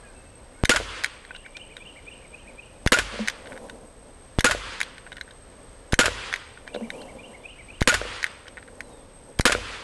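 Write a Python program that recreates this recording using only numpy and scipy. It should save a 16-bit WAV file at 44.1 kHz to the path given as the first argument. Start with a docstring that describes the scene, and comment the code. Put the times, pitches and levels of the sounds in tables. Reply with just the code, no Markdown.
"""A gas pistol fires six times in a fenced yard, on two mixed microphones: modes crack and thud, noise hisses.
One microphone overloads with a thump, takes the crack, echoes and yard, and turns itself down after each shot;
the other catches trigger and action as noisy contacts filtered by metal resonances.
The ball knocks on ringing panels and rolls as rumbling noise in the target box.
Gliding sines make birds, a pulsed narrow buzz an insect, shaped noise the murmur of the yard."""
import sys
import numpy as np
from scipy import signal
from scipy.fft import rfft, irfft, next_fast_len
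from scipy.io import wavfile

SR = 44100
rng = np.random.default_rng(int(sys.argv[2]) if len(sys.argv) > 2 else 0)


def bounce(signal):
    """Save signal as a 16-bit WAV file at the path given by the first command-line argument."""
    frames = np.transpose(np.atleast_2d(signal))
    limited = np.clip(frames, -1, 1)
    pcm = np.round(limited * 32767).astype(np.int16)
    wavfile.write(sys.argv[1], SR, pcm)


N = 433503

# Shots: [t/s, strength/dB, ringing tone level/dB]
SHOTS = [(0.6940, 0.5, 1.5), (2.9204, 0.5, 2), (4.4440, 0.5, 2), (5.9900, 1.5, 0), (7.8744, 1.5, 1.5),
         (9.454, 1, -3)]
# Arrivals of the blast off ground, fence and walls:
# [delay t/s, crack level/dB, thud level/dB, hiss level/dB, hiss t60/s]
ARRIVALS = [(0, -4.5, -7, 3, 0.015), (.0035, -33, -2, -6, 0.014), (.0084, -37, -12.5, -7, 0.04),
            (0.0116, -55, -14.5, -23.5, 0.071), (0.019, -47, -52, -14.5, 0.067),
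            (0.033, -32, -34, -31.5, 0.065), (0.043, -25, -27, -21.5, 0.033), (.052, -18, -51, -26, 0.2),
            (0.0665, -17, -51, -9.5, 0.036), (0.074, -14, -50, -31, 0.24)]
# Modes of the crack: [f/Hz, level/dB, t60/s]
CRACK_MODES = [(1596, 5.5, 0.011), (2700, -22, 0.0047), (6860, -26, 0.0074)]
# Modes of the thud: [f/Hz, level/dB, t60/s]
THUD_MODES = [(320, -2, 0.011), (496, -8.5, 0.045)]
# Relative spectrum of the gas hiss: [f/Hz, level/dB per Hz]
HISS = [(180, -19), (300, -6), (562, -6), (781, -4), (1460, 2), (3010, -1), (6290, -11), (7020, -7.5),
        (11600, -17), (12800, -4)]
# Tones that swell and die within the blast: [delay t/s, f/Hz, level/dB, swell t/s]
RINGS = [(0.0185, 1444, -14.5, 0.0044), (0.0675, 1476, -25.5, 0.0051), (.048, 600, -26.5, 0.0038),
         (0.015, 6730, -22, 0.0026)]
# Relative spectrum of the yard's long answer: [f/Hz, level/dB per Hz]
TAIL = [(100, 17.5), (156, -4), (507, 2), (673, -7.5), (1030, 0.5), (2900, -2), (5200, -6), (9790, -13.5),
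        (11800, -27), (12800, -60)]
# Decay of that answer before its far edge: [f/Hz, t60/s]
TAIL_T60 = [(100, 0.94), (500, 2.25), (2000, 7.9), (5000, 2.22), (12000, 1.4)]
# Low boom that swells after the blast: [f/Hz, level/dB, t60/s]
BOOM = [(47.8, -25, 0.67), (82.8, -26, 0.34)]
# Resonances of the action: [f/Hz, width/Hz of one filter pass, level/dB]
ACTION = [(1474, 350, -4), (1913, 680, 5.5), (2380, 710, -16), (2990, 430, 0), (3747, 610, 3),
          (5030, 2600, -1.5), (5950, 330, 1), (6180, 1040, -3), (8560, 2000, -8), (11100, 3800, -6.5),
          (780, 1140, -15.5)]
# Trigger lets go, tick then strike: [strike t/s, strike level/dB, tick ahead t/s, tick level/dB]
RELEASES = [(0.6527, -2.5, 0.0048, -16), (2.873, -0.5, 0.012, -15.5), (4.406, -5, 0.015, -10),
            (5.9392, -3, 0.017, -12.5), (7.8236, -5.5, 0.0165, -14), (9.408, -6, 0.019, -11.5)]
# Trigger springs back, tick, clack, bounce: [clack t/s, clack level/dB, tick ahead t/s, bounce after t/s]
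RESETS = [(1.0435, -2.5, 0.0073, 0.015), (3.2826, -1, 0.0082, 0.015), (4.8127, -2, 0.0101, 0.0167),
          (6.338, -3, .0118, .0206), (8.2411, -1, 0.013, 0.023)]
# Small clicks while the trigger is drawn back: [t/s, level/dB, treble level/dB]
TAKE_UP = [(1.249, -28, -13), (1.3069, -21, -42), (1.347, -27, -18), (1.361, -25.5, -8),
           (1.461, -25.5, -14), (1.567, -22.5, -1), (1.7663, -21.5, -8), (3.457, -31.5, -17),
           (3.471, -25.5, -19), (3.52, -21.5, -41), (3.528, -31, -18), (3.563, -30, -30),
           (3.575, -24.5, -9), (3.696, -22.5, -8), (4.9798, -25.5, -13), (5.064, -29, -33),
           (5.073, -31, -30), (5.118, -23, -17), (5.126, -24, -11), (5.167, -23.5, -11), (5.181, -26, -15),
           (5.21, -15, -10.5), (5.277, -33, -19), (5.307, -35, 0), (6.5731, -29, -33), (6.676, -20.5, -20),
           (6.742, -25.5, 13.5), (7.015, -32.5, 7), (6.9021, -12, -13.5), (8.467, -31, -30),
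           (8.4798, -24.5, -9), (8.57, -24, -30), (8.5764, -24, -45), (8.582, -28, -30), (8.626, -32, -20),
           (8.6832, -32, -35), (8.805, -13.5, -11.5)]
# Ball against the target box: [t/s, strength level/dB, hollow note level/dB relative to strength]
KNOCKS = [(0.8008, -15.5, -49), (0.81, -18.5, -43), (3.125, -33, -3.5), (3.141, -26, -15),
          (3.158, -28, -12), (3.192, -23.5, 1), (4.5485, -17, -31), (6.081, -14, -45), (6.119, -27, -34),
          (6.748, -18.5, -22), (6.762, -18.5, -33), (6.81, -22, -5), (8.0149, -16.5, -50),
          (8.052, -24, -37), (9.496, -15.5, -35), (9.55, -13, -31), (9.584, -28, -22)]
# Panel modes of the box: [f/Hz, level/dB, t60/s]
BOX = [(496, -10, 0.089), (583, -7, 0.045), (680, -10.5, .03), (960, -14, 0.017), (1480, -3, 0.011),
       (2270, -9, 0.01)]
# Ball rolling in the box: [loudest t/s, level/dB, swell t/s, fade t/s]
ROLLS = [(3.58, -45.5, 0.49, 0.46), (7.02, -44, 0.5, 0.54), (8.9, -55, 0.55, 0.59), (9.8, -54, 0.28, .4)]
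# Relative spectrum of the rolling rumble: [f/Hz, level/dB per Hz]
RUMBLE_COLOUR = [(120, -4.5), (260, 7), (360, -1), (520, 10), (680, 0.5), (1000, -2), (1500, -24)]
# Relative spectrum of the yard murmur: [f/Hz, level/dB per Hz]
YARD = [(12, -33), (20, 6.5), (86, -2), (188, -11), (498, -10), (789, -15.5), (1640, -18.5), (2590, -23.5),
        (3780, -26.5), (7230, -33), (9000, -36.5), (11400, -40), (12800, -21.5)]
# Bird phrase, a list of points for each of four notes: [t/s, f/Hz, level/dB]
PHRASE = [
    [(-.04, 1699, -18), (-.022, 1780, -12), (-.01, 2228, 1.5), (0, 2408, 3.5), (.012, 2160, 0),
     (.025, 1960, -12)],
    [(.085, 2300, 3), (.1, 2400, -1.5), (.115, 2620, 11)],
    [(.132, 3090, 6), (.143, 2688, 4), (.165, 3170, 0.5), (.195, 2600, -3)],
    [(.052, 3800, -1), (.075, 2930, -3)],
]
# Phrases sung: [t/s, level/dB, first note pitch factor, first note level/dB, upper notes level/dB]
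SONG = [(1.204, -49.5, 1, -25, 2.5), (1.461, -40.5, 0.99, -3.5, -4), (1.717, -43, 1.06, -1.5, -0.5),
        (1.978, -40, 1.0, -8, -5.5), (2.239, -46, 1.05, -0.5, -7.5), (2.488, -42, 1.06, -5, -7.5),
        (6.595, -50, 1, -25, 5), (6.846, -48, 1, 0, -1), (7.097, -44, 0.96, -5, -4.5),
        (7.35, -45.5, 0.93, -2.5, 1.5), (7.597, -45.5, 0.98, -3, -3)]
# Far whistles of other birds: [t/s, length/s, first f/Hz, last f/Hz, level/dB]
WHISTLES = [(.03, 0.085, 1690, 1540, -53), (.048, 0.045, 2530, 2400, -55), (.143, 0.08, 2670, 2590, -55),
            (.238, .06, 2640, 2620, -57), (.235, .04, 2190, 2150, -60), (.32, .04, 2650, 2630, -60),
            (.545, .075, 2160, 2200, -59), (.555, 0.075, 1400, 1620, -57), (8.83, .21, 4100, 3400, -64)]

THUMP_LEAD_S, THUMP_DB, THUMP_FALL_S, THUMP_REBOUND_S = .0568, -4, .0027, .0051
SAME_SHARE = .25   # share of hiss power that repeats at every shot
OVERLOAD = .6   # amplitude at which the blast saturates
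HAMMER_LEAD_S, HAMMER_DB = .0018, -31
TAIL_DB, TAIL_RISE_S = -25.5, .17
TAIL_EDGE_S, TAIL_EDGE_DB_S = .29, 61.5   # the farthest trees answer last; then echoes thin out faster
PATCHY_DB = 1.2   # the scatterers are unevenly spaced
BOOM_DELAY_S, BOOM_SWELL_S = .0465, .038
DUCK_FROM_DB, DUCK_DEPTH_DB, DUCK_RECOVERY_DB_S, DUCK_EASE_S = -28.5, 3.5, 121, .24
CLICK_DB = -4   # trim on all contact levels
TREBLE_FROM_HZ, TOP_FROM_HZ = 2800, 4500
CONTACT_S, LONGER_DB_PER_DB = .0017, .7   # base scrape time, growth with treble
SCRAPE_DB = 1   # scrape against strike
MODE_SPREAD_DB, PITCH_SPREAD = 2.5, .035   # chance from contact to contact
SNAP_DB_PER_DB = .54   # firm contacts favour the second resonance
TOP_DB_PER_DB = .5   # gentle contacts barely wake the top resonances
RELEASE_TICK_TREBLE_DB, RELEASE_TREBLE_DB = 2, -8
RESET_TICK_DB, RESET_TICK_TREBLE_DB, RESET_TREBLE_DB = -10, -8.5, -14
BOUNCE_DB, BOUNCE_TREBLE_DB = -16, -2.5
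STUTTER_DB, STUTTER_S, STUTTER_TREBLE_DB = -36, .012, -18   # faint scrape close to each small click
HOLLOW_HZ, HOLLOW_SWELL_S = 222, .0098
BRIGHTER_DB_PER_DB, FIRM_KNOCK_DB = 2, -16.5   # harder knocks wake the upper modes
RUMBLE_REST_DB, ROLL_SPAN_DB = -54.5, 33   # level between rolls; fall over one swell or fade time
YARD_DB = -48
UPPER_FROM_HZ, UPPER_DIRECT_DB = 2900, -5   # the upper notes come less directly
BIRD_ECHO_DB, BIRD_ECHO_T60_S = -8, 1
INSECT_HZ, INSECT_WIDTH_HZ, INSECT_PULSE_HZ, INSECT_DB = 8310, 160, 78.7, -57.5
CUTOFF_HZ = 13000


def from_db(db):
    """Decibels to amplitude."""
    return 10 ** (np.asarray(db) / 20)


def rms_one(x):
    """Bring a signal to rms 1."""
    return x / np.sqrt(np.mean(x ** 2) + 1e-20)


def at_hz(points, hz):
    """Read a curve along a logarithmic frequency axis."""
    points = np.array(points)
    return np.interp(np.log(hz), np.log(points[:, 0]), points[:, 1])


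def coloured(x, spectrum):
    """Noise shaped by a spectrum, rms 1."""
    size = next_fast_len(len(x), real=True)
    hz = np.maximum(np.arange(size // 2 + 1) * SR / size, 1)
    shaped = irfft(rfft(x, size) * from_db(at_hz(spectrum, hz)), size)
    return rms_one(shaped[:len(x)])


def impulses(times, gains, size=N):
    """Unit clicks scaled by gains, over a negligible offset."""
    out = np.full(size, 1e-18)
    np.add.at(out, np.round(np.asarray(times) * SR).astype(int), gains)
    return out


def ring(x, hz, t60):
    """A two-pole resonator: a unit click starts a dying sine of height 1."""
    r, w = from_db(-60 / (t60 * SR)), 2 * np.pi * hz / SR
    return signal.lfilter([0, np.sin(w)], [1, -2 * r * np.cos(w), r * r], x)


def swell(hz, swell_s):
    """A tone that grows for two swell times and dies; height 1."""
    t = np.arange(SR // 5) / SR / swell_s
    return (t / 2) ** 2 * np.exp(2 - t) * np.sin(2 * np.pi * hz * swell_s * t)


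def soften(x, length_s):
    """One-pole smoothing: a click becomes a push."""
    r = np.exp(-1 / (max(length_s, 1e-5) * SR))
    return signal.lfilter([1 - r], [1, -r], x)


def add(out, s, sound):
    """Lay a sound into the track at a time in seconds."""
    i = round(s * SR)
    out[i:i + len(sound)] += sound[:N - i]


def drift(rate):
    """Slow chance, rms 1, through random points at a rate per second."""
    knots = rng.standard_normal(int(N / SR * 60) + 2)
    return rms_one(np.interp(np.arange(N) / SR * rate, np.arange(len(knots)), knots))


def air():
    """The murmur of the yard and the rumble of the rolling ball, both wavering noise."""
    t = np.arange(N) / SR
    level = from_db(RUMBLE_REST_DB)
    for s, db, swell_s, fade_s in ROLLS:
        distance = np.where(t < s, (s - t) / swell_s, (t - s) / fade_s)
        level = level + from_db(db - ROLL_SPAN_DB * distance ** 2)
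    rumble = level * from_db(1.8 * drift(20.0)) * coloured(rng.standard_normal(N), RUMBLE_COLOUR)
    murmur = from_db(YARD_DB + .8 * drift(3.0)) * coloured(rng.standard_normal(N), YARD)
    return rumble + murmur


def insect():
    """A narrow buzz in quick pulses: a wavering sine with a band of noise around it."""
    turns = np.cumsum(INSECT_PULSE_HZ * (1 + .021 * drift(12.0))) / SR
    pulses = (.72 + .28 * np.cos(2 * np.pi * turns)) * from_db(.8 * drift(30.0))
    tone = np.sin(2 * np.pi * np.cumsum(INSECT_HZ + 35 * drift(22.0)) / SR)
    band = [(INSECT_HZ - 4 * INSECT_WIDTH_HZ, -30), (INSECT_HZ, 0), (INSECT_HZ + 2 * INSECT_WIDTH_HZ, -30)]
    buzz = tone + .8 * coloured(rng.standard_normal(N), band)
    return from_db(INSECT_DB) * rms_one(pulses * buzz)


def whistle(note, start=0, db=0, pitch=1):
    """One gliding sine with soft ends and a slight level flutter; returns its start time and sound."""
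    s, hz, level_db = np.transpose(note)
    t = np.arange(s[0], s[-1], 1 / SR)
    ends = np.minimum(1, np.minimum(t - s[0], s[-1] - t) / .007)
    knots = np.arange(s[0], s[-1], .008)
    flutter_db = np.interp(t, knots, rng.normal(0, 4, len(knots)))
    tone = np.sin(2 * np.pi * np.cumsum(pitch * np.interp(t, s, hz)) / SR)
    return start + s[0], ends * from_db(db + np.interp(t, s, level_db) + flutter_db) * tone


def birds():
    """A repeated phrase and some far whistles, smeared by echoes among trees."""
    to_trees, direct = np.zeros((2, N))
    for s, phrase_db, pitch, first_db, upper_db in SONG:
        for note in PHRASE:
            upper = note[0][1] > UPPER_FROM_HZ
            first = note is PHRASE[0]
            note_db = phrase_db + first_db * first + upper_db * upper + rng.normal(0, 1)
            at, tone = whistle(note, s, note_db, pitch if first else 1)
            add(to_trees, at, tone)
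            if note is not PHRASE[-1]:     # the highest note arrives only by way of the trees
                add(direct, at, from_db(UPPER_DIRECT_DB * upper) * tone)
    for s, length, first_hz, last_hz, db in WHISTLES:
        at, tone = whistle([(0, first_hz, 0), (length, last_hz, -3)], s, db)
        add(to_trees, at, tone)
        add(direct, at, tone)
    t = np.arange(SR // 2) / SR
    echo = rng.standard_normal(len(t)) * from_db(-60 * t / BIRD_ECHO_T60_S)
    echo = echo / np.sqrt(np.sum(echo ** 2))
    return direct + from_db(BIRD_ECHO_DB) * signal.fftconvolve(to_trees, echo)[:N]


def knocks():
    """The panel modes answer at once, the air inside the box swells after."""
    s, db, hollow_db = np.transpose(KNOCKS)
    out = np.zeros(N)
    for hz, level_db, t60 in BOX:
        bright_db = BRIGHTER_DB_PER_DB * (db - FIRM_KNOCK_DB) * (hz > 1000)
        mode_db = db + level_db + bright_db + rng.normal(0, 3, len(s))
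        out += ring(impulses(s, -from_db(mode_db)), hz, t60)
    out = soften(out, .0001)
    # a small panel radiates no bass
    out = signal.sosfilt(signal.butter(2, 300, "high", fs=SR, output="sos"), out)
    for at, level_db in zip(s, db + hollow_db):
        add(out, at, from_db(level_db) * swell(HOLLOW_HZ * rng.normal(1, .021), HOLLOW_SWELL_S))
    return out


def contacts():
    """Every touch of trigger and action as (t/s, level/dB, treble level/dB)."""
    rows = list(TAKE_UP)
    chance = rng.uniform(-1, 1, (len(TAKE_UP), 2))
    for (s, *_), (side, size) in zip(TAKE_UP, chance):
        rows.append((s + STUTTER_S * side, STUTTER_DB + 2 * size, STUTTER_TREBLE_DB))
    for s, db, ahead, tick_db in RELEASES:
        rows.append((s - ahead, tick_db, RELEASE_TICK_TREBLE_DB))
        rows.append((s, db, RELEASE_TREBLE_DB))
    for s, db, ahead, after in RESETS:
        rows.append((s - ahead, RESET_TICK_DB, RESET_TICK_TREBLE_DB))
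        rows.append((s, db, RESET_TREBLE_DB))
        rows.append((s + after, BOUNCE_DB, BOUNCE_TREBLE_DB))
    return rows


def clicks():
    """A strike inside a short scratch of noise wakes each resonance of the action with its own strength."""
    s, db, treble_db = np.transpose(contacts())
    out, t = np.zeros(N), np.arange(SR // 30) / SR
    noise = rng.standard_normal((len(s), len(t)))
    mode_chance = rng.standard_normal((len(s), len(ACTION)))
    pitches = 1 + PITCH_SPREAD * rng.standard_normal(len(s))
    # bright contacts scrape for longer
    length = CONTACT_S * from_db(LONGER_DB_PER_DB * np.maximum(treble_db, -2))[:, None]
    bursts = noise * t / length * np.exp(-t / length)
    scrape = bursts / np.sqrt(np.sum(bursts ** 2, axis=1, keepdims=True))
    # gentle contacts scrape more than they strike
    scrape_db = SCRAPE_DB + np.maximum(treble_db, -15 - .4 * db)
    strike = from_db(scrape_db)[:, None] * scrape
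    strike[:, SR // 900] += 1     # the low resonances take the strike, the high ones the scrape
    scrape[:, SR // 800] += from_db(db)     # a firm contact has a sharp edge
    sounds = 0
    for k, (hz, width, level_db) in enumerate(ACTION):
        r = np.exp(-np.pi * width / SR)
        b = (1 - r * r) / 2 * np.array([1, 0, -1])
        a = [1, -2 * r * np.cos(2 * np.pi * hz / SR), r * r]
        treble = hz > TREBLE_FROM_HZ
        push = scrape if treble else strike
        gain_db = level_db + treble_db * treble + MODE_SPREAD_DB * mode_chance[:, k]
        gain_db = gain_db + SNAP_DB_PER_DB * db * (k == 1) + TOP_DB_PER_DB * db * (hz > TOP_FROM_HZ)
        resonance = signal.lfilter(b, a, signal.lfilter(b, a, push))
        sounds = sounds - (-1) ** k * from_db(gain_db)[:, None] * resonance     # signs alternate
    for at, peak_db, sound, pitch in zip(s, db, sounds, pitches):
        sound = np.interp(t * pitch, t, sound)
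        add(out, at, from_db(peak_db + CLICK_DB) * sound / np.max(np.abs(sound)))
    # table and fence throw back a short blur
    blur = rng.standard_normal(len(t)) * from_db(-60 * t / .071)
    blur = blur / np.sqrt(np.sum(blur ** 2))
    return out + from_db(-13) * signal.fftconvolve(out, blur)[:N]


def yard_tail():
    """Scattered echoes from far off, noise dying band by band, over a low boom."""
    out, t = np.zeros(N), np.arange(SR) / SR
    size = next_fast_len(N, real=True)
    noise = rfft(coloured(rng.standard_normal(size), TAIL))
    hz = np.arange(size // 2 + 1) * SR / size
    edges = 80 * 2.0 ** np.arange(0, 8, .5)     # half-octave bands
    for low, high in zip(edges, edges[1:]):
        fall_db = 60 * t / at_hz(TAIL_T60, np.sqrt(low * high))
        fall_db = fall_db + TAIL_EDGE_DB_S * np.maximum(t - TAIL_EDGE_S, 0)
        shape = from_db(TAIL_DB - fall_db) * -np.expm1(-t / TAIL_RISE_S)
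        shape = shape * from_db(PATCHY_DB * drift(45.0)[:SR])     # the same patches after every shot
        envelope = np.zeros(N)
        for s, db, _ in SHOTS:
            add(envelope, s, from_db(db) * shape)
        out += envelope * irfft(noise * ((hz >= low) & (hz < high)), size)[:N]
    for boom_hz, db, t60 in BOOM:
        tone = ring(impulses([0], .89, SR), boom_hz, t60) * -np.expm1(-t / BOOM_SWELL_S)
        for s, *_ in SHOTS:
            add(out, s + BOOM_DELAY_S, from_db(db) * tone)
    return out


def thumps():
    """A sudden drop in pressure that recovers and swings over."""
    out, t = np.zeros(N), np.arange(SR // 10) / SR
    share = THUMP_FALL_S / THUMP_REBOUND_S     # the swing-over cancels the area of the drop
    shape = share * np.exp(-t / THUMP_REBOUND_S) - np.exp(-t / THUMP_FALL_S)
    for s, *_ in SHOTS:
        add(out, s - THUMP_LEAD_S, from_db(THUMP_DB) * soften(shape, .00005) / (1 - share))
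    return out


def blasts():
    """Every shot meets the same surfaces; the gas hiss repeats only in part; the microphone overloads."""
    out, size = np.zeros(N), SR // 3
    t = np.arange(size) / SR
    delay, crack_db, thud_db, hiss_db, hiss_t60 = np.transpose(ARRIVALS)
    crack, thud = np.zeros((2, size))
    for hz, db, t60 in CRACK_MODES:
        crack += ring(impulses(delay, from_db(crack_db + db), size), hz, t60)
    for hz, db, t60 in THUD_MODES:
        thud += ring(impulses(delay, from_db(thud_db + db), size), hz, t60)
    tone = np.zeros(size + SR // 5)
    for s, hz, db, swell_s in RINGS:
        add(tone, s, from_db(db) * swell(hz, swell_s))
    after = t - delay[:, None]
    falls = from_db(hiss_db[:, None] - 60 * np.abs(after) / hiss_t60[:, None])
    envelope = soften(np.sum((after >= 0) * falls, axis=0), .0003)
    same = coloured(rng.standard_normal(size), HISS)
    for s, db, tone_db in SHOTS:
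        fresh = coloured(rng.standard_normal(size), HISS)
        hiss = np.sqrt(SAME_SHARE) * same + np.sqrt(1 - SAME_SHARE) * fresh
        blast = from_db(db) * (crack + thud + from_db(tone_db) * tone[:size] + envelope * hiss)
        add(out, s - HAMMER_LEAD_S, from_db(HAMMER_DB) * crack[:SR // 250])     # the hammer meets the valve
        add(out, s, OVERLOAD * np.tanh(blast / OVERLOAD))
    return out


def gain_control(loud):
    """Gain eases down on a loud sound, holds while it is far over the mark and eases back."""
    level_db = 10 * np.log10(soften(loud ** 2, .000088) + 1e-12)
    # the level reading jumps up at once and falls at a steady rate
    ramp = DUCK_RECOVERY_DB_S * np.arange(N) / SR
    held_db = np.maximum.accumulate(level_db + ramp) - ramp
    duck_db = np.clip(held_db - DUCK_FROM_DB, 0, DUCK_DEPTH_DB)
    return from_db(-soften(duck_db, DUCK_EASE_S))


def scene():
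    """The thump drives the gain control but only the yard sound is turned down by it."""
    thump = thumps()
    yard = blasts() + yard_tail() + air() + birds() + insect()
    turned_down = gain_control(thump + yard) * yard
    return (thump + turned_down + clicks() + knocks())[None, :]


def record(dry):
    """A steep low-pass cuts the top."""
    return signal.sosfilt(signal.cheby2(14, 80, CUTOFF_HZ, fs=SR, output="sos"), dry)


dry = scene()
out = record(dry)
bounce(out)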